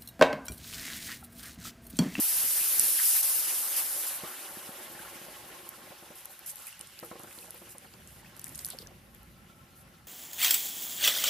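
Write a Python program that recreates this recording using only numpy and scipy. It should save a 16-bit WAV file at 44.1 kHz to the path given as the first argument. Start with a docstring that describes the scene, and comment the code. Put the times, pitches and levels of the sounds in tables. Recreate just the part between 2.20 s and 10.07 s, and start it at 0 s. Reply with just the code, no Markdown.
"""Water on hot iron

Water poured on a hot casting in an iron pan, outdoors, flashes to hissing steam, then boils.
Vapour pockets collapse and knock the pan, drops spit on the hot metal, bubbles ring in the pool.
A faint low rumble swells towards the end. Two microphone ports hear the treble differently."""
import sys
import numpy as np
from scipy import signal
from scipy.fft import rfft, irfft, next_fast_len
from scipy.io import wavfile
from scipy.ndimage import uniform_filter1d, map_coordinates

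SR = 44100
rng = np.random.default_rng(int(sys.argv[2]) if len(sys.argv) > 2 else 0)


def transcribe(u):
    """Save the signal u as a 16-bit wav file named by the first command-line argument.

    u: samples, shape (n,) or (channels, n), limited to [-1, 1]; the rate is SR.
    q: integer samples, one column per channel.
    """
    v = np.clip(np.atleast_2d(u).T, -1, 1)
    q = np.round(v * 32767).astype(np.int16)
    wavfile.write(sys.argv[1], SR, q)


N = 347051

# Steam jet envelope: t/s, level/dB
JET_LEVEL = [(0, -25), (.81, -25.5), (.86, -22), (1.51, -30.5), (1.66, -31.5), (1.89, -31.5), (1.96, -36),
             (1.985, -41.5), (2.2, -42.5), (3.09, -49), (3.92, -55.5), (4.3, -54.5), (4.95, -58.5),
             (5.11, -52), (5.22, -48), (5.28, -50), (5.31, -55), (5.4, -53), (5.65, -59.5), (6.14, -62),
             (6.2, -58), (6.24, -60), (6.26, -49), (6.34, -54), (6.4, -49), (6.45, -51), (6.5, -52),
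             (6.54, -59), (6.57, -61), (6.79, -64), (7.87, -65)]
# Bright jet hiss: f/Hz, level/dB
JET_SPECTRUM = [(600, -120), (2400, -38), (4000, -14), (5000, -9.5), (6500, -8.5), (7800, -7), (9000, -2.5),
                (10400, 2.5), (11700, 1), (13000, 2), (14200, -3)]
# Sudden puffs of steam: t/s, hold/s, level/dB
PUFFS = [(0.579, 0.19, -27.5), (0.806, 0.22, -29.5), (1.022, 0.031, -30.5), (1.56, 0.038, -26.5),
         (3.952, 0.052, -49.5), (4.045, .015, -73), (4.093, 0.035, -55), (4.259, 0.043, -41.5),
         (4.364, 0.16, -53.5), (4.457, 0.026, -56), (4.6, .03, -58), (4.832, 0.037, -52),
         (5.487, 0.036, -52), (5.874, 0.13, -56.5), (6.4, 0.022, -47), (6.504, 0.029, -51),
         (6.585, 0.041, -55.5), (6.938, .04, -65), (7.554, 0.063, -57.5)]
# Brief dip in the hiss: start/s, end/s, gain/dB
HISS_DIP = (1.013, 1.03, -7.5)
# Share of crackle and fizz, small once the pouring stops: t/s, gain/dB
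SPATTER_MIX = [(0, -41), (1.9, -13), (3.9, -9), (4.2, -6), (6.6, -6), (6.75, -28)]
# Sizzle envelope: t/s, level/dB
SIZZLE_LEVEL = [(0, -44.5), (.43, -41), (.46, -42), (.49, -40.5), (.62, -42), (.73, -45), (.82, -40.5),
                (.99, -40.5), (1.02, -47), (1.05, -42), (1.11, -44.5), (1.31, -42.5), (1.4, -49),
                (1.59, -42), (1.65, -49.5), (1.92, -45.5), (1.97, -48.5), (2.35, -53.5), (2.96, -53.5),
                (4.1, -59.5), (4.4, -57.5), (5.33, -59.5), (5.74, -63.5), (6.49, -59), (6.82, -68),
                (7.87, -66)]
# Midrange sizzle: f/Hz, level/dB
SIZZLE_SPECTRUM = [(150, -120), (500, -27), (900, -11), (1500, -3.5), (2000, -2.5), (2350, -2.5), (2900, 1),
                   (3350, -2.5), (3700, -2.5), (4100, -4), (5500, -5.5), (8000, -9.5), (12000, -38)]
# Bursting drops: t/s, peak/dB, f/Hz, left-right/dB, half-life/ms
DROPS = [(.596, -2.5, 9800, -2, 0.64), (2.1936, -36.5, 12900, 0, .6), (3.491, -24.5, 11900, -4, 0.93),
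         (4.0484, -33, 12200, -5, 0.68), (4.056, -26, 11300, 4, 0.93), (4.0964, -37.5, 13500, 2, .6),
         (4.1923, -31, 12200, 0, 0.52), (4.264, -29, 12800, 1, .9), (4.272, -33, 9500, 0, .7),
         (4.358, -29.5, 11500, 10, 1.1), (4.369, -31, 12500, 0, .6), (4.416, -35, 12000, 4, .4),
         (4.422, -36, 10500, 2, .6), (4.445, -41, 4800, 0, .7), (4.47, -23.5, 10500, 1, .7),
         (4.508, -41, 6000, 0, .7), (4.528, -37, 9000, 0, .6), (4.5935, -30.5, 10500, -3.5, .35),
         (4.6112, -25.5, 9600, -0.5, .6), (4.6725, -36, 8800, .5, .8), (4.791, -32, 4900, 2, 1),
         (4.79, -35, 11000, 0, .7), (4.799, -32, 13500, -1, .7), (4.848, -35, 12400, 7, 1.5),
         (4.856, -39, 11000, 0, 1.5), (4.862, -39, 12000, 0, 1.5), (4.995, -33, 12200, -4, .45),
         (5.005, -38, 10500, 0, .4), (5.018, -41, 9500, 0, .4), (5.035, -31, 10500, 4, .35),
         (5.129, -36, 11500, 2, .7), (5.188, -36, 4200, -2, .6), (5.212, -38, 9500, 8, .4),
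         (5.307, -24, 10700, 1, 0.36), (5.346, -33, 14000, 1, 1.1), (5.378, -36, 9000, 0, .4),
         (5.583, -28, 10100, -1, 0.61), (5.739, -38, 4660, -1.5, .6), (5.8747, -34, 8000, 0, .4),
         (6.1664, -33.5, 10700, -2.5, 0.54), (6.1754, -40, 10700, 1, .7), (6.1948, -28.5, 12400, 1, .6),
         (6.1964, -35.5, 6000, 0, 0.67), (6.216, -33, 10700, .5, 0.76), (6.243, -23, 8800, 4, 0.49),
         (6.2428, -27, 12500, -4, .6), (6.2595, -36, 7800, 3, .6), (6.2685, -34, 9930, 1, 0.65),
         (6.2796, -32, 13800, -4, .6), (6.282, -34, 9300, 0, .7), (6.293, -29, 10300, 3, 0.32),
         (6.3245, -36, 12000, -3, 1.3), (6.349, -33, 6750, 0, 1.4), (6.3555, -27, 9800, 6, .7),
         (6.359, -31, 11000, 2, 1.1), (6.3785, -32, 9000, -7, .9), (6.39, -32, 12000, 0, 1.2),
         (6.391, -33, 4800, -1, 1.2), (6.392, -26, 8500, 1, 0.85), (6.4145, -37.5, 10000, -4, .8),
         (6.448, -19.5, 10150, -2, .6), (6.4572, -23, 12800, -4, .9), (6.465, -22, 10300, 2, 1),
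         (6.4762, -32, 11500, 0, .8), (6.479, -35, 6500, 0, .4), (6.4875, -25.5, 10900, -4.5, 1.2),
         (6.502, -35, 5000, 0, 1.1), (6.503, -25, 10500, 1, 1.4), (6.505, -29, 8450, -1, 1.1),
         (6.571, -42, 10900, 0, .6), (6.587, -39, 10600, 4, .45), (6.588, -23, 4420, 2, 0.74),
         (6.672, -33.5, 5740, 1, 0.99), (6.948, -40.5, 11900, 10, .6), (7.032, -38, 12500, 2, .45)]
# Modes of the water-filled iron pan: f/Hz, width/Hz, level/dB
PAN_MODES = [(346.4, 12.7, -0.5), (370.7, 10, -1), (561, 80, -5), (769, 29, -6), (844, 14, -3.5),
             (1075, 43, -7), (1400, 125, -15), (1840, 870, -10.5)]
# Collapsing vapour pockets: t/s, level/dB
COLLAPSES = [(0.411, -44), (2.034, -31), (2.309, -47), (2.37, -36.5), (2.49, -33.5), (2.698, -44),
             (2.748, -39.5), (2.8, -40), (2.957, -36.5), (3.014, -36), (3.082, -40.5), (3.259, -40),
             (3.43, -42), (3.581, -44), (3.639, -42), (3.705, -35.5), (3.824, -38.5), (3.903, -35),
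             (4.601, -40), (4.826, -30), (4.912, -30), (4.954, -37.5), (4.996, -35.5), (5.036, -36),
             (5.074, -41.5), (5.177, -39.5), (5.237, -43), (5.281, -46), (5.34, -41), (5.416, -41),
             (5.47, -44), (5.547, -42.5), (5.646, -42.5), (5.738, -45), (5.797, -49)]
# Sharp implosion within each blow: t/s, gain/dB
IMPLOSION_MIX = [(2, -1), (2.6, -8), (3, -6), (4.6, -9), (4.9, -2), (5.1, -5), (5.8, -7)]
# Water slapping shut over a pocket: t/s, gain/dB
SLAP_MIX = [(2, -13), (4.6, -9), (4.85, -6.5), (5.1, -6), (5.8, -3.5)]
# A pocket's own note, clearest in mid-depth water: t/s, gain/dB
NOTE_MIX = [(2, -18), (4, -20), (4.8, -8), (4.95, -5.5), (5.0, -13), (5.15, -5), (5.8, -11)]
# Low thump of a collapse: t/s, gain/dB
THUMP_MIX = [(1.9, 4), (2, 4.5), (3, 2), (5.8, -4)]
# Pool envelopes: t/s, deep boil/dB, froth/dB
POOL_LEVELS = [(0, -56, -53), (.06, -63, -56.5), (.12, -58.5, -55.5), (.65, -52, -60), (.76, -55.5, -61),
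               (.8, -59, -60), (.89, -72, -54), (.94, -61.5, -52.5), (1.27, -53, -53), (1.97, -54.5, -50.5),
               (2.76, -53.5, -56), (3.35, -54.5, -57), (3.99, -60.5, -61), (4.4, -65.5, -62.5),
               (4.6, -80, -62.5), (4.86, -58, -77), (5.02, -62.5, -62.5), (5.76, -62, -77),
               (5.96, -61, -69.5), (6.55, -59.5, -68), (6.79, -60, -72.5), (7.87, -64.5, -70)]
# Share of bubbles in the froth, small once the pouring stops: t/s, gain/dB
BUBBLE_MIX = [(0, -2), (3.9, -22), (4.3, -13.5), (6.7, 5), (6.9, -21)]
# Larger bubbles: t/s, level/dB, f/Hz
BIG_BUBBLES = [(2.04, -34, 593), (2.046, -39, 1140), (2.072, -38, 787), (2.83, -45, 900), (2.87, -45, 1720),
               (3.082, -40, 584), (3.29, -47, 1020), (3.668, -42, 573), (3.72, -43, 563),
               (3.907, -40.5, 566), (5.281, -51, 610), (5.282, -50, 830), (5.476, -55, 560),
               (2.759, -49, 570), (2.75, -42, 1730), (2.79, -40, 1530), (2.849, -38, 1320),
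               (2.856, -46, 1050), (4.439, -45, 1230), (4.471, -44, 2460), (4.525, -46, 2710),
               (4.605, -43.5, 2880), (4.776, -45, 2500), (5.072, -46, 1460), (5.224, -45.5, 2500),
               (5.995, -56, 1910), (6.03, -50, 880), (6.045, -47, 1780), (6.058, -48, 2480),
               (6.095, -58, 1520), (6.485, -48, 1450), (6.533, -40.5, 685), (6.546, -39.5, 508),
               (6.601, -46, 415), (6.625, -43.5, 460), (6.661, -49, 1640), (6.685, -50, 640),
               (6.707, -50, 750)]
# Water slopping: t/s, hold/s, level/dB, f/Hz
GUSHES = [(0.764, 0.018, -41, 2970), (0.78, 0.026, -44, 1800), (2.051, 0.1, -55.5, 1420),
          (4.266, 0.037, -59.5, 2680), (4.46, 0.035, -56, 2500), (5.107, .006, -54, 2300),
          (5.358, 0.0092, -56, 2400), (5.643, 0.0066, -57, 1970), (6.265, 0.002, -48.5, 1960),
          (6.503, 0.028, -50.5, 3900), (6.586, 0.041, -55.5, 4300)]
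# Bass level as heard, dropping out briefly early on: t/s, level/dB
BASS_LEVEL = [(0, -78), (.06, -100), (.12, -70), (.4, -64), (.5, -97), (.6, -63), (.72, -82), (.78, -105),
              (.9, -105), (1.05, -74), (1.9, -73), (2.2, -68), (3.2, -64), (4.1, -70), (5.2, -65.5),
              (5.45, -63.5), (5.6, -60), (6.4, -56), (7.2, -57), (7.87, -59.5)]
# Dark rumble: f/Hz, level/dB
RUMBLE_SPECTRUM = [(15, -46), (25, -28), (49, 0.5), (178, 1.5), (222, -1), (300, -11.5), (390, -43),
                   (660, -120)]
# Hum within the rumble: t/s, level/dB
HUM_LEVEL = [(5.6, -95), (6.3, -85), (6.7, -72), (7.1, -63), (7.5, -96)]
# Faint narrow hiss: t/s, level/dB
WHINE_LEVEL = [(6.6, -100), (7.0, -72), (7.3, -68.5), (7.87, -69)]
# Stereo image of steam and froth: f/Hz, left-right likeness
STEAM_IMAGE = [(60, 0), (120, 0.3), (240, 0.65), (470, 0.82), (930, 0.9), (1840, 0.83), (3650, 0.93),
               (7240, 0.2), (14400, 0.0)]
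# Stereo image of deep boil and background: f/Hz, left-right likeness
POOL_IMAGE = [(60, 1), (120, 0.95), (240, 0.89), (470, 0.91), (930, 0.099), (1840, 0.08), (3650, 0.18),
              (7240, 0.15), (14400, 0.16)]
# Colour difference between the ports: f/Hz, left-right/dB
PORT_BALANCE = [(60, -1.4), (500, 0), (1500, 0.7), (5000, 0), (7000, -0.5), (8500, -2.5), (10300, -4),
                (11500, -0.5), (12500, 5), (13500, 4)]


def amp(db):
    return 10 ** (np.asarray(db) / 20)


def unit(x):
    return x / np.sqrt(np.mean(x ** 2) + 1e-20)


def along(points, hz):
    """Read (Hz, value) points on a log axis."""
    f, v = np.transpose(points)
    return np.interp(np.log(hz + 1), np.log(f + 1), v)


def curves(rows):
    """One value per sample for each column after the time."""
    s, *cols = np.transpose(rows)
    return [np.interp(np.arange(N) / SR, s, c) for c in cols]


def wobble(rate):
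    """A smooth random curve, rate knots a second."""
    return map_coordinates(rng.standard_normal(int(N * rate / SR) + 4), [np.arange(N) * rate / SR])


def filtered(x, response):
    """Filter x by a complex response of frequency."""
    m = next_fast_len(N + SR // 2)
    return irfft(rfft(x, m) * response(np.fft.rfftfreq(m, 1 / SR)), m)[..., :N]


def low_cut(hz, corner):
    return (1j * hz / (corner + 1j * hz)) ** 2


def strike(t, attack_s, t60_s):
    return (1 - np.exp(-t / attack_s)) * amp(-60 * t / t60_s)


def add(track, s, sound):
    track[..., round(s * SR):][..., :sound.shape[-1]] += sound


def rush(response, image, patchy_db):
    """Stereo noise of rms 1 with patches of random gain."""
    z = signal.stft(rng.standard_normal((2, N)), nperseg=256)[2]
    patches = uniform_filter1d(rng.standard_normal(z.shape[1:]), size=4, axis=0)
    patches = unit(uniform_filter1d(patches, size=10, axis=1))
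    pair = signal.istft(z * amp(patchy_db * patches), nperseg=256)[1][:, :N]
    turn = lambda hz: np.arccos(np.clip(along(image, hz), -1, 1)) / 2
    mid, side = filtered(pair, lambda hz: response(hz) * [np.cos(turn(hz)), np.sin(turn(hz))])
    return unit(np.array([mid + side, mid - side]))


def grains(count, hz, spread, cycles, scatter_db, size):
    """A shower of damped, rising sines, rms 1; each has its own stereo place."""
    at, pitch, level, place, lag = rng.random((count, 5)).T[..., None]
    turns = np.clip(hz * np.exp(spread * (2 * pitch - 1)), 50, 14000) * np.arange(size) / SR
    pings = np.sin(2 * np.pi * turns * (1 + 0.0866 * turns / cycles)) * np.exp(-turns / cycles)
    pings *= amp(-scatter_db * np.log(np.maximum(level, 0.01)))
    index = (at * N).astype(int) + np.arange(size)
    left = np.bincount((index + (8 * lag).astype(int)).ravel(), (pings * np.cos(place + 0.64)).ravel(), N)
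    right = np.bincount((index + 4).ravel(), (pings * np.sin(place + 0.42)).ravel(), N)
    return unit(filtered(np.array([left[:N], right[:N]]), lambda f: 1 / (1 + (0.12 * hz / (f + 1)) ** 6)))


def steam_flow():
    """The steam's envelope: a flow with sudden puffs and one brief dip."""
    t = np.arange(N) / SR
    puffs = sum(amp(db - 450 * np.maximum(t - s - hold, 0)) * np.clip((t - s) / 0.003, 0, 1)
                for s, hold, db in PUFFS)
    start, end, dip_db = HISS_DIP
    dip = amp(dip_db * np.clip(np.minimum(t - start, end - t) / 0.0043, 0, 1))
    return np.hypot(amp(curves(JET_LEVEL)[0]), puffs) * dip


def steam():
    """Turbulent jets flutter and sputter; tiny drops crackle and fizz on the hot metal."""
    flutter, spatter = wobble(30), amp(curves(SPATTER_MIX)[0])
    jet = rush(lambda hz: amp(along(JET_SPECTRUM, hz)), STEAM_IMAGE, patchy_db=1.5)
    crackle = grains(count=12000, hz=10200, spread=0.5, cycles=5, scatter_db=1.5, size=128)
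    sizzle = rush(lambda hz: amp(along(SIZZLE_SPECTRUM, hz)), STEAM_IMAGE, patchy_db=2)
    fizz = grains(count=11000, hz=2555, spread=0.8, cycles=4.5, scatter_db=4, size=300)
    flow = steam_flow() * amp(0.22 * flutter + 0.5 * wobble(90))
    jet *= amp(3.1 * spatter * wobble(25))
    crackle *= spatter * amp(2.5 * wobble(40))
    frying = amp(curves(SIZZLE_LEVEL)[0] + 1.03 * flutter)
    return flow * (jet + crackle) + frying * (sizzle + amp(1.5) * spatter * fizz)


def spits():
    """Each bursting drop is a few ms of pitched noise with a weak wet tail."""
    lead_s, out = 0.008, np.zeros((2, N))
    t, f = np.arange(2048) / SR - lead_s, np.fft.rfftfreq(2048, 1 / SR)
    for s, db, hz, balance_db, half_life_ms in DROPS:
        half_lives = 1000 * t / half_life_ms
        swell = 2.0 ** np.where(t < 0, half_lives / 0.4, -half_lives)
        tail = 0.085 * (t > 0) * amp(-60 * t / 0.045)
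        colour = (1 / (1 + ((f - hz) / (0.087 * hz)) ** 2) + 0.12) / (1 + (0.37 * hz / (f + 1)) ** 8)
        noise = rng.standard_normal((3, len(t)))
        burst = noise[:2] + 0.64 * noise[2]
        burst[:, round(lead_s * SR)] += 3  # the drop's skin tears with one sharp tick
        drop = irfft(rfft(burst) * colour) * (swell + tail)
        drop /= np.abs(drop).max(axis=1, keepdims=True)
        add(out, s - lead_s, amp(db + balance_db * np.array([[0.5], [-0.5]])) * drop)
    return out


def pan_wall(hz):
    """The iron pan's resonances, with dark gaps between them."""
    return sum(amp(db) * 1j * hz * width / (mode ** 2 - hz ** 2 + 1j * hz * width)
               for mode, width, db in PAN_MODES)


def knocks():
    """Vapour pockets collapse: a blow on the pan together with a slap, a note and a thump in the water."""
    blows, water = np.zeros(N), np.zeros((2, N))
    t, f = np.arange(3072) / SR, np.fft.rfftfreq(3072, 1 / SR)
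    implosion = np.exp(-(2 * np.pi * 800 * (t - 0.0025)) ** 2)
    cycles = 455 * t + 2.618 * (1 - np.exp(-t / 0.01))  # the note falls as the pocket swells again
    note = np.sin(2 * np.pi * cycles) * strike(t, 0.017, 0.14)
    for s, db in COLLAPSES:
        mix = lambda table: amp(np.interp(s, *np.transpose(table)))
        collapse = rng.standard_normal(len(t)) * (strike(t, 0.0037, 0.07) + 0.4 * strike(t, 0.0037, 0.25))
        blow = 0.83 * collapse / np.abs(collapse).max() - mix(IMPLOSION_MIX) * implosion
        add(blows, s, amp(db + 5.5) * blow)
        slosh = rng.standard_normal((2, len(t))) + 1.13 * collapse / collapse.max()
        slap = unit(irfft(rfft(slosh) / (1 + ((f - 993) / 500) ** 4))) * strike(t, 0.0061, 0.07)
        thump = np.sin(2 * np.pi * rng.uniform(172, 225) * t) * strike(t, 0.001, 0.021)
        add(water, s, amp(db) * (mix(SLAP_MIX) * slap + mix(NOTE_MIX) * note + mix(THUMP_MIX) * thump))
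    body = lambda hz: (amp(11.5) * pan_wall(hz) + 0.15 * low_cut(hz, 250)) / (1 + 1j * hz / 1900) ** 3
    return filtered(blows, body) + filtered(water, lambda hz: low_cut(hz, 90))


def boiling():
    """Seething water and froth drive the pan's modes while small bubbles ring."""
    boil_db, froth_db = curves(POOL_LEVELS)
    churn = wobble(40)
    deep = lambda hz: (pan_wall(hz) + 0.59 / (1 + (hz / 700) ** 2)) / (1 + (200 / (hz + 1)) ** 8)
    light = lambda hz: ((np.abs(pan_wall(hz)) + 0.19) / (1 + (hz / 1500) ** 4)
                        / (1 + (600 / (hz + 1)) ** 4) / (1 + (330 / (hz + 1)) ** 6))
    seethe = unit(amp(1.8 * churn) * rush(deep, POOL_IMAGE, patchy_db=2))
    froth = amp(churn) * rush(light, STEAM_IMAGE, patchy_db=3)
    bubbles = grains(count=3000, hz=1132, spread=0.587, cycles=5.3, scatter_db=0.5, size=1200)
    return amp(boil_db) * seethe + amp(froth_db) * (froth + amp(curves(BUBBLE_MIX)[0]) * bubbles)


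def plops():
    """Larger bubbles ring raggedly among the splashes, rising in pitch."""
    out, t = np.zeros((2, N)), np.arange(3072) / SR
    for s, db, hz in BIG_BUBBLES:
        ragged = 1 + 0.63 * uniform_filter1d(rng.standard_normal((2, len(t))), size=40) * np.sqrt(40)
        envelope = amp(db - 60 * t / 0.047) * (1 - np.exp(-t / 0.00095)) ** 2
        add(out, s, envelope * ragged * np.sin(2 * np.pi * hz * t * (1 + 3 * t)))
    return filtered(out, lambda hz: low_cut(hz, 90))


def splashes():
    """Water slops in short, sputtering gushes of pitched noise."""
    out, fade_db_per_s = np.zeros((2, N)), 900
    t, f = np.arange(8192) / SR, np.fft.rfftfreq(8192, 1 / SR)
    for s, hold, db, hz in GUSHES:
        noise = rng.standard_normal((3, len(t)))
        gush = unit(irfft(rfft(1.15 * noise[:2] + noise[2]) / (1 + ((f - hz) / (0.27 * hz)) ** 4)))
        sputter_db = 3 * unit(uniform_filter1d(rng.standard_normal(len(t)), size=130))
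        envelope = amp(db - fade_db_per_s * np.maximum(t - hold, 0)) * (1 - np.exp(-t / 0.0031))
        add(out, s, envelope * amp(sputter_db) * gush)
    return out


def bass_gain():
    """The bass level; it comes and goes under the loud opening hiss."""
    unsteady_db = 6 * np.tanh(2 * wobble(10.9)) * (np.arange(N) < 2.3 * SR)
    return amp(curves(BASS_LEVEL)[0] + unsteady_db)


def low_rumble():
    """A faint, lumpy rumble swells towards the end, joined by a wavering hum and a narrow hiss."""
    gain, lumps = bass_gain(), amp(1.15 * wobble(30))
    rumble = unit(lumps * rush(lambda hz: amp(along(RUMBLE_SPECTRUM, hz)), POOL_IMAGE, patchy_db=-0.5))
    hum = np.sqrt(2) * np.sin(2 * np.pi * np.cumsum(55 + 1.6 * wobble(9.5)) / SR)
    whine = rush(lambda hz: 1 / (1 + ((hz - 1340) / 50) ** 2), POOL_IMAGE, patchy_db=3)
    return gain * rumble + amp(curves(HUM_LEVEL)[0]) * hum + amp(curves(WHINE_LEVEL)[0]) * whine


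def scene():
    return steam() + spits() + splashes() + boiling() + knocks() + plops() + low_rumble()


def record(dry):
    """The two ports differ in colour; the sound has no treble above 14.3 kHz."""
    sides, top_hz = np.array([[0.5], [-0.5]]), 14300
    return filtered(dry, lambda hz: amp(along(PORT_BALANCE, hz) * sides) * (hz < top_hz))


dry = scene()
out = record(dry)
transcribe(out)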